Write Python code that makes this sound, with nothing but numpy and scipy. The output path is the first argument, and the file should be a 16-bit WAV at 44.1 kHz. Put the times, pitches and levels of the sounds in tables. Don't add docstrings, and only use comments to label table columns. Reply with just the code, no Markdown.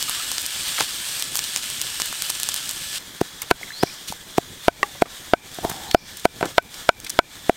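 import sys
import numpy as np
from scipy import signal
from scipy.fft import rfft, irfft, next_fast_len
from scipy.io import wavfile
from scipy.ndimage import uniform_filter1d, minimum_filter1d, map_coordinates

SR = 44100
rng = np.random.default_rng(int(sys.argv[2]) if len(sys.argv) > 2 else 0)


def persist_wave(psi):
    counts = np.round(np.clip(psi, -1, 1) * 32767).astype(np.int16)
    wavfile.write(sys.argv[1], SR, np.atleast_2d(counts).T)


def decibels_to_gain(level_db):
    exponent = np.asarray(level_db, float) / 20
    return 10 ** exponent


N = 333396
TIME = np.arange(N) / SR
MOVE_BACK_S = 2.985


def unit(x):
    return x / np.sqrt(np.mean(x ** 2) + 1e-20)


def noise(count):
    return rng.standard_normal(count)


def curves(rows):
    s, *columns = np.transpose(rows)
    return [np.interp(TIME, s, column) for column in columns]


def wobble(rate):
    return map_coordinates(noise(int(N * rate / SR) + 4), [TIME * rate])


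def filtered(x, response):
    m = next_fast_len(len(x) + 4096)
    return irfft(rfft(x, m) * response(np.fft.rfftfreq(m, 1 / SR)), m)[:len(x)]


def coloured(x, points):
    f, db = np.transpose(points)
    return unit(filtered(x, lambda hz: decibels_to_gain(np.interp(np.log(hz + 1), np.log(f), db))))


def resonance(x, hz, width_hz):
    return filtered(x, lambda f: 1j * f * width_hz / (hz * hz - f * f + 1j * f * width_hz))


def low_cut(x, hz, order):
    return filtered(x, lambda f: (1j * f / (hz + 1j * f)) ** order)


def add(track, s, sound):
    part = track[max(round(s * SR), 0):][:len(sound)]
    part += sound[:len(part)]


def fizz(per_second, spread_db, share):
    bubble = rng.random(N) < per_second / SR
    size_db = spread_db * np.minimum(rng.exponential(size=N), 4)
    bursts = bubble * decibels_to_gain(size_db) * noise(N)
    return np.sqrt(share) * unit(bursts) + np.sqrt(1 - share) * noise(N)


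def patchy(x, depth_db):
    z = signal.stft(x, nperseg=512)[2]
    across_pitch = uniform_filter1d(rng.standard_normal(z.shape), size=3, axis=0)
    field = uniform_filter1d(across_pitch, size=12, axis=1)
    return signal.istft(z * decibels_to_gain(depth_db * unit(field)), nperseg=512)[1][:N]


def close_view():
    return np.clip((MOVE_BACK_S - TIME) / 0.0081 + .5, 0, 1)


# [t/s, level/dB]
CLOSE_SIZZLE = [(0, -27.5), (.5, -29.5), (.83, -27.5), (1.2, -28.5), (2, -30), (2.8, -31.5), (2.97, -27.5)]
# [t/s, level/dB]
FAR_SIZZLE = [(3, -40.5), (3.6, -39), (4.2, -41), (4.8, -40), (5.5, -40.5), (5.8, -37), (6, -42),
              (6.5, -41), (6.8, -38.5), (7.1, -40.5), (7.56, -40)]
# [f/Hz, level/dB per Hz]
CLOSE_COLOUR = [(180, -54), (300, -53), (526, -15.5), (1020, -12), (1700, -4.5), (1910, -8), (2700, -4.5),
                (2990, 0), (6830, -6), (8460, -2), (10700, -13), (13700, -11), (15600, -19)]
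# [f/Hz, level/dB per Hz]
FAR_COLOUR = [(180, -46), (300, -21), (477, -10), (1290, -5.5), (1730, -2), (2150, -5.5), (2660, -8.5),
              (3410, 1.5), (4370, -5), (8890, -7), (10700, -15.5), (13400, -11.5), (15600, -18)]


def sizzle():
    close = close_view()
    close_db, = curves(CLOSE_SIZZLE)
    far_db, = curves(FAR_SIZZLE)
    close_db = close_db + 1.1 * wobble(9.24) + 0.92 * wobble(40.37)
    far_db = far_db + .7 * wobble(9) + 1.26 * wobble(32)
    near = decibels_to_gain(close_db) * coloured(patchy(fizz(700, 1.65, 0.23), 1.17), CLOSE_COLOUR)
    far = decibels_to_gain(far_db) * coloured(patchy(fizz(250, 1.4, 0.068), 1), FAR_COLOUR)
    return close * near + (1 - close) * far


# [f/Hz, level/dB per Hz]
FIRE_COLOUR = [(15, 3), (30, 4), (130, 6.5), (330, 2.5), (600, -4.5), (1200, -20)]


def flame():
    flame_db = np.where(TIME < MOVE_BACK_S, -48, -49)
    flicker_db = .6 * wobble(6) + 3.3 * wobble(38)
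    flutter = unit(decibels_to_gain(flicker_db) * coloured(noise(N), FIRE_COLOUR))
    return (decibels_to_gain(flame_db) + decibels_to_gain(-7.5) * scrape_pressure()) * flutter


# [f/Hz, close level/dB, far level/dB]
INSECTS = [
    (1727, -47.5, -57),
    (3390, -45.5, -54.5),
]


def insects():
    out, close = np.zeros(N), close_view()
    for hz, close_db, far_db in INSECTS:
        wander = 1.6 * hz / 1739 * wobble(9)
        swell_db = 2.2 * wobble(6)
        level_db = far_db + close * (close_db - far_db) + swell_db
        out += decibels_to_gain(level_db) * np.sin(2 * np.pi * hz * TIME + wander)
    return out


# [t/s, peak level/dB, centre f/Hz, low push against the peak/dB]
BIG_DROPLETS = [(.0268, -3, 6900, -29.5), (.0958, -2.5, 7700, -24), (.3167, -3, 7460, -24),
                (.3822, -4.5, 5230, -46), (.4174, -9, 9970, -41), (.4635, -4.5, 9270, -44),
                (.79, -8.5, 7000, -14), (.808, -3.5, 4500, -11), (1.197, -8.5, 6600, -24.5),
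                (1.2244, -1.5, 6700, -30), (1.3557, -0.5, 7570, -27.5), (1.3725, -3, 8050, -47),
                (1.392, -0.5, 5840, -49), (1.4409, -7, 7300, -40), (2.5629, -6.5, 8000, -28),
                (1.562, 1, 5440, -36), (1.7016, -8, 9000, -27), (1.8155, -1, 6600, -40),
                (2.0003, -8, 6360, -13), (2.019, -1, 5700, -36), (2.0592, -9.5, 8200, -32),
                (2.1274, -12.5, 6900, -13), (2.2221, -1.5, 8350, -43), (2.301, -1.8, 7600, -21.5),
                (2.4001, -6.5, 7530, -31), (2.4326, 0.5, 7400, -49), (2.4893, -0.5, 6900, -23.5),
                (2.5426, -1.5, 8400, -43), (2.693, -5.5, 7400, -48), (2.7113, -7, 8350, -49)]
SPRAY_COUNT, STRAY_COUNT = 3, 50


def droplets():
    big = np.repeat(BIG_DROPLETS, SPRAY_COUNT, axis=0)
    late, size, pitch, push = rng.standard_normal((len(big) + STRAY_COUNT, 4)).T
    s = np.append(big[:, 0], np.zeros(STRAY_COUNT)) + .012 * late
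    s[len(big):] = MOVE_BACK_S * rng.random(STRAY_COUNT)
    db = np.append(big[:, 1] - 13.5, np.full(STRAY_COUNT, -21.5)) + 3 * np.clip(size, -2, 1)
    hz = 7400 * np.exp(0.21 * pitch)
    push_db = -37 + 7 * np.abs(push)
    small = np.transpose([np.abs(s) + 0.0011, db, hz, push_db])
    return np.concatenate([BIG_DROPLETS, small])


def pops():
    out, t = np.zeros(N), np.arange(-20, 400) / SR
    after = np.maximum(t, 0)
    rim = 0.074 * decibels_to_gain(-60 * after / 0.012) * np.sin(2 * np.pi * 8500 * after)
    for s, db, hz, low_db in droplets():
        u = 2 * np.pi * 0.92 * hz * t + 1
        cycle = np.exp(.5) * u * np.exp(-u * u / 2)
        splash = 0.29 * (t > 0) * decibels_to_gain(-60 * after / 0.003) * unit(resonance(noise(len(t)), hz, hz))
        push = -decibels_to_gain(low_db + 14.0 - 60 * after / 0.0026) * (t > 0) * np.cos(2 * np.pi * 1200 * after)
        add(out, s + t[0], decibels_to_gain(db) * (cycle + rim + splash + push))
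    return out


# [t/s, level/dB, f/Hz, t60/s]
BUBBLES = [(0.081, -29, 1240, 0.12), (.13, -34, 1300, .1), (.17, -33, 1166, 0.11), (.2, -29, 1296, .08),
           (3.613, -25.5, 735, 0.012), (3.631, -17.5, 2080, 0.018), (3.678, -30, 2050, .03),
           (3.705, -21, 1700, 0.021), (3.72, -22, 2000, 0.011), (3.871, -32, 2300, 0.057),
           (3.898, -30, 2400, .03), (4.102, -22, 191, 0.024), (4.124, -13.5, 840, 0.011)]


def drips():
    out, t = np.zeros(N), np.arange(5000) / SR
    for s, db, hz, t60 in BUBBLES:
        tone = np.sin(2 * np.pi * hz * t * (1 + 0.047 * t / t60))
        add(out, s, decibels_to_gain(db - 60 * t / t60) * (1 - np.exp(-t / 0.00044)) * tone)
    return out


# [t/s, level/dB, centre f/Hz, t60/s]
STEAM_JETS = [(.801, -7.5, 3500, .11), (.807, -10.5, 850, .07), (0.784, -15, 1800, 0.079),
              (1.366, -7, 9000, 0.016), (2.303, -7, 6000, 0.013), (3.42, -4.5, 8850, .013),
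              (3.422, -19, 1670, 0.074), (3.431, -17, 4960, 0.01), (4.085, -17, 4300, .18),
              (4.101, -31, 4700, .097), (4.114, -27, 5940, 0.041), (4.125, -19.5, 6000, 0.013),
              (4.955, -29, 800, 0.046), (5.01, -31, 1200, 0.022), (5.059, -17, 860, 0.049),
              (5.546, -24, 7900, .02), (5.699, -13.5, 7850, .026), (5.725, -22, 6100, 0.02),
              (5.913, -8.5, 3240, 0.016), (6.172, -19, 7900, .02), (6.197, -21, 5440, 0.017),
              (6.434, -12.5, 400, .17), (6.456, -16, 5700, 0.025), (6.626, -17, 7000, 0.0075),
              (6.743, -21, 4930, 0.015), (7.002, -10.5, 5600, 0.0045), (7.047, -15.5, 4840, 0.024),
              (7.067, -13.5, 2730, 0.025), (7.097, -11, 6900, 0.0066), (7.102, -5, 6000, 0.013)]


def spits():
    out = np.zeros(N)
    for s, db, hz, t60 in STEAM_JETS:
        rise = 0.0011 + .04 * t60
        t = np.arange(-3 * rise, t60, 1 / SR)
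        gusts = decibels_to_gain(3 * noise(len(t) // 30 + 1)).repeat(30)[:len(t)]
        grit = noise(len(t)) * gusts
        shape = np.where(t < 0, np.exp(-(t / rise) ** 2), decibels_to_gain(-60 * t / t60))
        puff = unit(resonance(resonance(grit, hz, 2 * hz), hz, 1.56 * hz))
        add(out, s - 3 * rise, decibels_to_gain(db - 10.5) * shape * puff)
    return out


BLOW_T = np.arange(-.012, .3, 1 / SR)
AFTER = np.maximum(BLOW_T, 0)


def mode(hz, db, t60, lag):
    return decibels_to_gain(db - 60 * AFTER / t60) * np.cos(2 * np.pi * hz * AFTER - lag)


def blow_noise(hz, width_hz):
    return unit(resonance(noise(len(BLOW_T)), hz, width_hz))


# [f/Hz, t60/s]
BLOCK_MODES = [
    (692, 0.035),
    (376, 0.012),
    (160, 0.028),
]


def block_ring(belly_db, thud_db, lag):
    levels = (0, belly_db, thud_db)
    wood = sum(mode(hz, db, t60, lag) for (hz, t60), db in zip(BLOCK_MODES, levels))
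    return wood * decibels_to_gain(-10.5 / (1 + np.exp((0.0073 - BLOW_T) / 0.00078)))


# [f/Hz, level/dB, t60/s]
BLADE_MODES = [(962, 7, .02), (1508, -3, 0.056), (1357, 6.5, 0.018), (2280, -6.5, 0.03),
               (2050, -9.5, 0.022), (2520, -19, 0.037), (4700, -46, .02)]


def blade_ring(edge_db, lag):
    spread = rng.standard_normal((len(BLADE_MODES), 2)) * [.008, 1.5]
    damping = decibels_to_gain(0.38 * min(edge_db, 0))
    return sum(mode(hz * (1 + off), db + off_db, t60 * damping, lag)
               for (hz, db, t60), (off, off_db) in zip(BLADE_MODES, spread))


# [f/Hz, width/Hz, level/dB, t60/s]
YARD_RETURNS = [
    (840, 160, -41, .3),
    (2350, 90, -40, .35),
]


def yard_echo():
    tail = sum(decibels_to_gain(db - 60 * AFTER / t60) * blow_noise(hz, width) for hz, width, db, t60 in YARD_RETURNS)
    return tail * (1 - np.exp(-AFTER / 0.082))


# [t/s, blow level/dB, then against it: belly of the block/dB, food under the blade/dB, edge/dB]
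CHOP_BLOWS = [(0.807, -17.5, 0, -20, -9), (3.214, -9, 16.5, 3, -16), (3.5123, 2.5, 10, 0.5, -.5),
              (3.829, -13, -16, -6, 0), (3.8341, -1.5, 10.5, -1, -15), (4.3824, 1, 8.5, -3, -23),
              (4.6827, 12, -0.5, -19.5, -4.5), (5.0222, 6, -0.5, -9, -12), (5.336, 12.5, -1, -28, -4),
              (5.587, -15.5, 3, -6, -13), (5.6498, -4.5, 5.5, -7, -33), (5.699, -24.5, 8, 10, 0),
              (5.716, -19.5, 1, 7.5, -15), (5.9474, 16, 1, -18, -11), (6.2546, 7, -1, -7, -6),
              (6.411, -9.5, -8, -4.5, -9.5), (6.4284, -8.5, 8.5, -14, 0.5), (6.458, -23, 12, -19, 3),
              (6.5819, 14, -17, -21, -0.5), (6.8915, 14.5, -40, -26, -1.5), (7.1906, 12, -2.5, -40, 1),
              (7.496, 7, 2, -17, -14.5)]


def chops():
    out, t = np.zeros(N), BLOW_T
    for s, db, belly_db, food_db, edge_db in CHOP_BLOWS:
        lag = np.pi / 2 * np.clip((db - 7.5) / 7, -1, .7)
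        squeeze = np.exp(np.minimum(t, 0) / (.00016 * decibels_to_gain(-.8 * edge_db)))
        ring = 0.5 * block_ring(belly_db, food_db, lag) + decibels_to_gain(edge_db - 12.5) * blade_ring(edge_db, lag)
        bass_hz = 123 + 19 * max(db, 0)
        body = low_cut(squeeze * ring, bass_hz, 2)
        bite = np.where(t < 0, np.exp(t / 0.0036), decibels_to_gain(-60 * t / 0.013))
        crunch = decibels_to_gain(food_db - 16) * bite * blow_noise(1650, 3200)
        crack = decibels_to_gain(edge_db - 14.5) * (t > 0) * decibels_to_gain(-60 * AFTER / 0.0035) * blow_noise(2300, 2900)
        u = 2 * np.pi * 2600 * (t + .00035)
        tick = -decibels_to_gain(2 * edge_db - 7.0) * u * np.exp(-u * u / 2)
        push_level = np.clip(db, 0, 1) * decibels_to_gain(-30 + min(belly_db, 0) / 1.3)
        push = push_level * np.exp(-(t / 0.0013 + .5) ** 2)
        blow = body + push + tick + crunch + crack
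        add(out, s + t[0], decibels_to_gain(db) * (blow + decibels_to_gain(edge_db / 2) * yard_echo()))
    return out


# [t/s of the top, level/dB, pitch ratio, swell/dB per s]
BIRD_CALLS = [
    (3.835, -38, 1.0, 0),
    (6.0, -45, 1.04, -70),
]
# [t/s from its top, f/Hz, level/dB]
CALL_SHAPE = [(-.12, 3900, -14), (-.1, 4100, -3.5), (-.045, 4500, -7.5), (-.02, 5070, 2), (0, 5800, -2),
              (.02, 5870, -26), (.13, 5900, -31)]


def bird():
    out = np.zeros(N)
    for top_s, call_db, ratio, swell in BIRD_CALLS:
        call = np.add(CALL_SHAPE, [top_s, 0, call_db]) * [1, ratio, 1]
        hz, db = curves(call)
        on = (TIME > call[0][0]) & (TIME < call[-1][0])
        db = db + 4.0 + swell * np.clip(TIME - top_s, -.1, 0) + wobble(55)
        out += on * decibels_to_gain(db) * np.sin(2 * np.pi * np.cumsum(hz) / SR)
    t = np.arange(SR // 2) / SR
    trees = decibels_to_gain(-60 * t / 0.85) * noise(len(t))
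    return out + decibels_to_gain(2.0) * signal.fftconvolve(out, trees / np.linalg.norm(trees))[:N]


# [t/s, hold/s, level/dB]
DRAGS = [
    (4.794, 0.1, -51),
    (5.641, 0.0031, -25.5),
    (5.698, .2, -42.5),
    (6.414, .04, -44),
]


def scrape_pressure():
    out = np.zeros(N)
    for s, hold, db in DRAGS:
        bite_db = 1500 * np.maximum(s - TIME, 0)
        release_db = 337 * np.maximum(TIME - s - hold, 0)
        out += decibels_to_gain(db - bite_db - release_db)
    return out


def scrapes():
    hollow = resonance(resonance(noise(N), 764, 210), 860, 230)
    return scrape_pressure() * decibels_to_gain(0.63 * wobble(20)) * unit(hollow)


# (t/s, level/dB, modes [f/Hz, level/dB, t60/s])
FLAT_TAP = (4.8303, -5.5, [(410, -9, .04), (1150, 0, .03), (820, -15, .08), (1900, 3.5, .015),
            (2700, -11, .025), (600, -7, .016)])


def flat_tap():
    out, struck = np.zeros(N), BLOW_T > 0
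    s, db, modes = FLAT_TAP
    ring = struck * sum(mode(hz, level, t60, -np.pi / 2) for hz, level, t60 in modes)
    crack = struck * decibels_to_gain(-15.5 - 60 * AFTER / 0.017) * blow_noise(4000, 4500)
    add(out, s + BLOW_T[0], decibels_to_gain(db) * low_cut(ring + crack, 330, 3))
    return out


def scene():
    wok = sizzle() + pops() + drips() + spits()
    block = chops() + scrapes() + flat_tap()
    return (wok + insects() + block + bird())[None]


def roll_off(x):
    return signal.sosfilt(signal.butter(12, 16920, fs=SR, output="sos"), x)


def record(dry):
    loud = np.sqrt(np.abs(uniform_filter1d(dry[0] ** 2, size=40)) + 1e-12)
    over_db = np.maximum(20 * np.log10(loud) + 5.23, 0) * 1.145
    held = -minimum_filter1d(-over_db, size=601, origin=300)
    climb_db = 105 * TIME
    back = np.maximum.accumulate(held + climb_db) - climb_db
    duck_db = signal.lfilter([.005], [1, .005 - 1], back)
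    x = dry * decibels_to_gain(-duck_db) + flame() * decibels_to_gain(-.3 * duck_db)
    x = x / (1 + np.abs(x) ** 12) ** (1 / 12)
    x = filtered(x[0], lambda hz: .03 + .97 / (1 + (hz / 15900) ** 200))[None]
    return roll_off(x)


dry = scene()
out = record(dry)
persist_wave(out)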